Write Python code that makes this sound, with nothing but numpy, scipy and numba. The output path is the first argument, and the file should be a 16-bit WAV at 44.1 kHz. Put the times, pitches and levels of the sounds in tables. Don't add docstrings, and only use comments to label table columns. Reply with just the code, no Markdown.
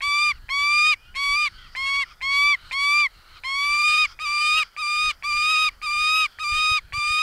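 import sys
import numpy as np
from scipy import signal
from scipy.fft import rfft, irfft
from scipy.io import wavfile
from scipy.ndimage import uniform_filter1d
from numba import njit

SR = 44100
rng = np.random.default_rng(int(sys.argv[2]) if len(sys.argv) > 2 else 0)


def invert_db(level):
    return 10 ** (np.asarray(level, dtype=float) / 20)


def materialize(psi):
    bounded = np.clip(np.atleast_2d(psi).T, -1, 1)
    quanta = np.round(bounded * 32767).astype(np.int16)
    wavfile.write(sys.argv[1], SR, quanta)


N = 318400
T = np.arange(N) / SR


def shape_db(hz, points):
    f, db = np.transpose(points)
    return np.interp(np.log(np.maximum(hz, 1)), np.log(f), db)


def colour(x, points):
    hz = np.arange(len(x) // 2 + 1) * SR / len(x)
    return irfft(rfft(x) * invert_db(shape_db(hz, points)), len(x))


def unit(x):
    return x / np.sqrt(np.mean(x ** 2))


def walk(rate):
    hold = max(int(SR / rate), 1)
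    steps = np.repeat(rng.standard_normal(N // hold + 1), hold)
    slewed = uniform_filter1d(uniform_filter1d(steps, hold), hold)
    return unit(slewed[:N])


def bumps(events, power):
    return sum(height * np.sin(np.pi * np.clip((T - at) / length, 0, 1)) ** power
               for at, length, height in events)


@njit
def svf(x, hz, width):
    y, band, low = np.empty(len(x)), 0., 0.
    for i in range(len(x)):
        g, k = np.tan(np.pi * hz[i] / SR), width / hz[i]
        v = (band + g * (x[i] - low)) / (1 + g * (g + k))
        band, low, y[i] = 2 * v - band, low + 2 * g * v, k * v
    return y


def wind():
    # time_s, level_db
    puffs = [(0.0, -45.5), (0.18, -54), (0.42, -48.5), (4.93, -54), (5.03, -47.5), (5.81, -52), (6.15, -48),
             (6.35, -60), (6.54, -40.5), (6.67, -51.5), (6.71, -43.5), (6.78, -54), (6.98, -39),
             (7.02, -54), (7.1, -40.5), (7.22, -57)]
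    # pitch_hz, density_db
    buffet = [(12, -12), (20, 5), (47, -2.5), (166, -20), (300, -32), (390, -30), (660, -120)]
    # start_s, peak_db, pitch_hz
    thumps = [
        (0.066, -35.5, 51),
        (0.429, -35, 52.4),
        (6.513, -32, 67.3),
        (6.569, -36, 50.8),
        (6.705, -28, 80.6),
        (6.837, -36, 51.3),
        (6.925, -31, 64.5),
        (6.967, -29.5, 90.4),
        (7.094, -33, 65.2),
    ]
    eddies = unit(colour(rng.standard_normal(N) * invert_db(3.5 * walk(25)), buffet))
    out = eddies * invert_db(np.interp(T, *np.transpose(puffs)))
    for start, db, hz in thumps:
        t = T - start - .014
        out += invert_db(db) * np.exp(-(t / 0.0057) ** 2) * np.sin(2 * np.pi * hz * t + 0.41)
    return out


def leaves():
    # pitch_hz, density_db
    foliage = [(120, -30.5), (200, -2.5), (940, 2), (1150, -1.5), (1980, 3), (2290, -21), (3610, -25),
               (4500, -11), (15500, -12)]
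    level_db = -62.5
    return invert_db(level_db + walk(2.8)) * unit(colour(rng.standard_normal(N), foliage))


def ring(s, hz, t60, db):
    t = np.clip(T - s, 0, 3 * t60)
    decay = invert_db(db - 60 * t / t60)
    onset = 1 - np.exp(-t / 0.00071)
    return decay * onset * np.sin(2 * np.pi * hz * t) * (T - s < 3 * t60)


def creaks():
    # start_s, first_gap_s, first_db, second_db
    creak_rows = [(.0062, 0.0031, -23, -19.5), (0.485, 0.0056, -34, -18.5), (1.143, 0.0057, -33, -26),
                  (1.7507, .004, -18.5, -20.5), (2.2072, 0.0055, -31, -21), (2.711, 0.0038, -18, -18),
                  (3.4365, .0045, -21, -28), (4.1905, .0065, -21.5, -28), (4.7647, 0.0052, -22, -30.5),
                  (5.2251, 0.0065, -22, -26), (5.8163, .0062, -25, -34), (6.3872, 0.0053, -21.5, -41),
                  (6.9236, 0.0053, -21, -22)]
    windpipe_hz, t60_s = 2160, 0.0061
    speedup, last_db = .85, -3
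    out, chance = np.zeros(N), rng.standard_normal((len(creak_rows), 3))
    for (first, gap, first_db, second_db), detunes in zip(creak_rows, chance):
        third = first + gap * (1 + speedup)
        snaps = ((first, first_db), (first + gap, second_db), (third, second_db + last_db))
        for (s, db), detune in zip(snaps, detunes):
            for lag, lag_db in ((0, 6.9), (.0012, 1.5)):
                out += ring(s + lag, windpipe_hz * (1 + .04 * detune), t60_s, db + lag_db)
            out += ring(s, windpipe_hz / 2.23, t60_s, db - 8.0)
    return out


def effort():
    # start_s, end_s, settled_pitch_hz, top_pitch_hz, climb_share (0-1 of the scream)
    screams = [(.024, .326, 1145, 1205, 0.76), (.502, .946, 1113, 1241, .89),
               (1.159, 1.487, 1164, 1213, .8), (1.763, 2.045, 1074, 1136, 1),
               (2.223, 2.557, 1087, 1172, 0.82), (2.725, 3.075, 1097, 1201, 0.81),
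               (3.445, 4.065, 1074, 1243, 0.96), (4.201, 4.639, 1154, 1256, 0.97),
               (4.776, 5.12, 1172, 1238, 0.8), (5.241, 5.697, 1158, 1255, 0.61),
               (5.827, 6.269, 1183, 1251, 0.65), (6.398, 6.796, 1169, 1252, 0.62),
               (6.937, 7.4, 1163, 1258, .65)]
    # peak_db, swell_db, second_over_first_db, hoarseness_db, final_drop_s (time constant)
    voices = [(-25.5, 4.5, 4.5, -1, .011), (-24.5, 7.5, 6, 0, .013), (-27, 8, 5, 0.5, .015),
              (-31.5, 6.5, 8.5, 2, .012), (-26.5, 10, 9, 2.5, .015), (-25, 10, 7, -0.5, .023),
              (-24.5, 11, 5.5, 2.5, .012), (-24.5, 8, 2.5, 1, .011), (-26, 5.5, 1.5, -1.5, 0.0093),
              (-24, 5.5, 2.5, 1.5, .009), (-24, 7, 2, -0.5, 0.01), (-24, 7, 1, -0.5, 0.011),
              (-24.5, 6, 2, -0.5, .01)]
    # start_s, length_s, shift_hz
    slips = [(0.015, 0.0592, 12), (0.076, 0.13, -12), (4.77, 0.0276, -25), (1.24, 0.082, -8),
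             (2.1, 0.099, 4.5), (6.64, 0.0985, -6), (5.8, .2, -10), (3.5, 0.57, 25.5), (4.54, 0.085, 24),
             (5.46, 0.068, 8), (5.55, .04, -20), (6.13, 0.095, 19.5)]
    # flip_s, offset_hz
    kicks = [
        (1.36, -45),
        (4.251, 110),
        (4.82, 90),
        (5.3, 39.5),
        (5.862, 95),
        (6.436, 114.5),
        (6.99, 22),
    ]
    # start_s, length_s, dip_hz
    stumbles = [
        (3.755, 0.043, 12.8),
        (3.812, 0.028, 19),
        (3.89, 0.051, 16),
        (3.955, 0.027, 22),
        (4.385, 0.029, 10),
        (5.6, .02, 14.7),
        (5.645, 0.022, 12.7),
    ]
    # start_s, length_s, rise_db
    rasp_spells = [(.01, 0.018, 6), (.12, 0.13, 6), (.63, .2, 3), (1.145, .03, 5), (1.26, 0.14, 0),
                   (1.75, 0.035, 6), (2.712, 0.032, 14.5), (2.86, 0.16, 6), (3.56, 0.21, 4), (4.3, 0.11, 4),
                   (6.922, .025, 3)]
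    # start_s, length_s, rise_db
    doublings = [(.02, 0.02, 24), (.05, .04, 18), (.26, 0.064, 6), (.56, 0.088, 18), (.84, 0.073, 4.5),
                 (1.155, 0.036, 19), (1.2, 0.033, 11), (1.42, .06, 8), (1.86, .05, 25), (1.93, 0.047, 30),
                 (1.995, 0.042, 29), (2.3, 0.092, 24), (2.712, .03, 29.5), (2.42, 0.067, 12.5),
                 (2.76, .1, 24), (4.36, .14, 6), (5.39, 0.11, 1), (6.02, 0.097, 4)]

    rows = np.hstack([screams, voices])
    which = np.searchsorted((rows[1:, 0] + rows[:-1, 1]) / 2, T)
    start, end, low_hz, top_hz, climb, peak_db, swell_db, lift_db, hoarse_db, drop_s = rows[which].T
    since, left = np.maximum(T - start, -.01), np.maximum(end - T, -.006)
    u = np.clip(since / (end - start), 0, 1)
    opening = np.clip((T - start + 0.012) / 0.018, 0, 1)
    closing = np.clip((end + 0.0073 - T) / 0.0082, 0, 1)
    gate = opening * closing

    pushed = low_hz + (top_hz - low_hz) * np.minimum(u / climb, 1) + bumps(slips, 1)
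    kick_fall_s = .004
    kick = sum(hz * (which == which[int(s * SR)]) * (1 + np.tanh((s - T) / kick_fall_s / 2)) / 2
               for s, hz in kicks)
    sag = np.exp(-left / drop_s)
    stumble = bumps(stumbles, 0.515)
    scoop_hz = 59.1 * np.exp(-since / .018)
    hz = pushed - stumble + kick - scoop_hz - 231.6 * sag

    shut_db = 16 * np.clip(1 - left / 0.0069, 0, 1)
    swelling_db = swell_db * (1 - np.minimum(u / 0.75, 1)) ** 1.46
    air_db = peak_db - swelling_db - 3 * np.exp(-since / 0.015) - shut_db
    sag_db = 21.5 * sag
    dull_db = 3 * kick / 100
    first_db = air_db - sag_db
    second_db = air_db + lift_db - 0.245 * sag_db - dull_db - 0.18 * stumble
    fourth_db = air_db - 5.5 + 0.21 * lift_db - dull_db + u - 1.48 * sag_db

    strain_hz, slack_db_per_hz, slack_max_db = 1228, 0.13, 13.5
    slack_db = np.clip(slack_db_per_hz * (strain_hz - pushed), 0, slack_max_db) - hoarse_db
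    rasp_start_db = 9 * np.exp(-since / .015)
    rasp_end_db = np.maximum(7 - lift_db, 0) * np.minimum(2 * sag, 1)
    rasp_db = -39 - slack_db - shut_db + rasp_start_db + rasp_end_db + bumps(rasp_spells, 0.61)
    half_end_db = 7.5 * np.exp(-left / 0.045)
    half_db = -43.5 - 2.03 * slack_db - shut_db + half_end_db + bumps(doublings, 0.29)
    return gate, hz, first_db, second_db, fourth_db, half_db, rasp_db


def falcon():
    # pitch_hz, level_db
    upper = [(3000, 2), (4800, 0.5), (6000, -16), (7400, -15), (8700, -16), (10000, -23), (11500, -25),
             (13000, -39.5), (15500, -41)]
    # pitch_hz, level_db
    halves = [(600, -28), (1800, -15), (3000, -4.5), (4300, -13), (5500, -21.5), (8000, -20),
              (12000, -42.5)]
    # pitch_hz, level_db
    throat = [(250, -44), (700, -35), (1400, -14), (2000, -12.5), (2900, 5), (4200, -9.5), (5600, -12),
              (8000, -13), (15500, -29)]
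    # start_s, length_s, rise_db
    flares = [
        (4.55, .06, 15),
        (6.15, .08, 11),
        (5.5, .15, 6),
    ]
    notch_hz, notch_width_hz, notch_depth_db = 3570, 85, -12
    windpipe_ratio, windpipe_width_hz = 2.2, 80.0

    gate, hz, first_db, second_db, fourth_db, half_db, rasp_db = effort()
    strain = np.minimum(invert_db(rasp_db - second_db + 20), 2)
    hz = hz * (1 + .001 * walk(45) + .0022 * strain * walk(110))
    phase = 2 * np.pi * np.cumsum(hz) / SR + 0.018 * strain * walk(900)
    lift_db = np.clip(uniform_filter1d(second_db - first_db, 6000), -2, 12) - 0.5
    flicker = np.clip(1 + .45 * walk(70), 0, 3)
    voice = invert_db(first_db) * np.sin(phase)
    voice += invert_db(second_db + 0.27 * strain * walk(180)) * np.sin(2 * phase + 0.29)
    for k in range(3, 15):
        tilt_db = lift_db * (-.15 * min(k - 4, 3) + 0.069 * max(k - 8, 0))
        notch_db = notch_depth_db * flicker * np.exp(-((k * hz - notch_hz) / notch_width_hz) ** 2)
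        waver_db = (.3 + .2 * k) * walk(35)
        db = fourth_db + shape_db(k * hz, upper) + notch_db + tilt_db + waver_db
        voice += invert_db(db) * np.sin(k * phase + 0.24 * k) * (k * hz < 16000)

    doubling = invert_db(half_db + 3 + 3.5 * walk(25))
    slip = .4 * walk(60)
    rasp_db = np.minimum(rasp_db, fourth_db + 10)
    smear = invert_db(rasp_db - 4.5) * walk(200)
    for k in np.arange(.5, 12):
        line = invert_db(shape_db(k * hz, halves) + 2.5 * walk(50)) * np.sin(k * phase + slip + 1.94 * k)
        voice += (doubling + smear) * line

    breath = unit(colour(rng.standard_normal(N), throat)) * (1 + 1.11 * np.cos(phase))
    pipe = unit(svf(rng.standard_normal(N), windpipe_ratio * hz, windpipe_width_hz))
    flare_db = bumps(flares, .5)
    rasp = invert_db(rasp_db + 2.5 * walk(45)) * (invert_db(-9) * breath + invert_db(flare_db - 6) * pipe)
    return gate * (np.sqrt(2) * voice + rasp)


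def chicks():
    # start_s, end_s, first_db, last_db, voice_hz
    begs = [(.3, 0.362, -51, -57, 1450), (1.08, 1.126, -82, -80, 1400), (1.46, 1.684, -54.5, -53.5, 1440),
            (1.734, 2.118, -58, -50, 1300), (2.518, 2.718, -59, -46.5, 1380),
            (3.085, 3.376, -72, -48, 1340), (4.0, 4.119, -53, -47, 1310), (4.601, 4.667, -40, -52.5, 1390),
            (4.712, 5.131, -67, -50.5, 1400), (5.66, 5.729, -63, -58, 1240),
            (6.219, 6.395, -55.5, -62, 1430), (6.758, 6.92, -60, -70, 1530)]
    # pitch_hz, width_hz, level_db
    throat_bands = [
        (2160, 520, -4.5),
        (3060, 560, -3),
        (4400, 1170, -2),
        (8100, 2100, -22.5),
    ]
    # start_s, # length_s, start_hz, end_hz, level_db
    peeps = [(.955, .145, 2440, 2460, -56), (1.039, .095, 1270, 1470, -54.5), (.383, .1, 1650, 1660, -60),
             (.346, .047, 1450, 1070, -55), (1.55, .09, 1500, 1420, -52), (1.638, .05, 1393, 997, -53),
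             (2.105, .024, 1256, 1100, -49), (2.14, .076, 1450, 1450, -61), (3.357, .0317, 1277, 1062, -48),
             (3.39, .04, 1470, 1450, -64), (4.11, .075, 2450, 2480, -62), (6.804, .096, 1498, 1546, -64),
             (.948, .028, 2300, 2250, -50), (5.705, .03, 2250, 2350, -54)]
    fade_s, nestle_db = 0.031, -60
    begging = invert_db(nestle_db)
    for start, end, db0, db1, _ in begs:
        fade = np.interp(T, (start - fade_s, start, end, end + fade_s), (0, 1, 1, 0))
        begging = begging + invert_db(np.interp(T, (start, end), (db0, db1))) * fade
    noise = rng.standard_normal(N) * invert_db(0.43 * walk(120))
    middles = [(row[0] + row[1]) / 2 for row in begs]
    voice_hz = np.interp(T, middles, [row[4] for row in begs])
    rasp = unit(svf(svf(noise, voice_hz, 350.0), voice_hz, 480.0))
    for hz, width, band_db in throat_bands:
        centre = hz * (1 + 0.07 * walk(7))
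        band = unit(svf(svf(noise, centre, 1. * width), centre, 0.67 * width))
        rasp += invert_db(band_db + 2 * walk(14)) * band
    out = unit(rasp) * begging

    waver = 1 + 0.00765 * walk(90)
    for start, length, hz0, hz1, peep_db in peeps:
        over_db = -2 if abs(np.log(hz1 / hz0)) > 1 / 10 else -20
        u = np.clip((T - start) / length, 0, 1)
        bend = u ** (.4 if hz1 > hz0 else 2.2)
        phase = 2 * np.pi * np.cumsum((hz0 + (hz1 - hz0) * bend) * waver) / SR
        overtones = np.sin(2 * phase) + 0.25 * np.sin(3 * phase) + 0.12 * np.sin(4 * phase)
        out += invert_db(peep_db) * np.sin(np.pi * u) ** 0.46 * (np.sin(phase) + invert_db(over_db) * overtones)
    return out


def tree_echo(bird):
    t60_s, level_db = .09, -27
    t = T[:SR // 4]
    scatter = rng.standard_normal(len(t)) * invert_db(-60 * t / t60_s)
    return invert_db(level_db) * signal.fftconvolve(bird, scatter / np.sqrt(np.sum(scatter ** 2)))[:N]


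def scene():
    bird = falcon() + creaks()
    return (bird + tree_echo(bird) + chicks() + wind() + leaves())[None]


def band_limit(x):
    return signal.sosfilt(signal.butter(12, 15740, fs=SR, output="sos"), x)


def record(dry):
    top_hz = 15600
    low_pass = signal.ellip(8, .2, 60, top_hz, fs=SR, output="sos")
    mix = signal.sosfilt(low_pass, dry)
    return band_limit(mix)


dry = scene()
out = record(dry)
materialize(out)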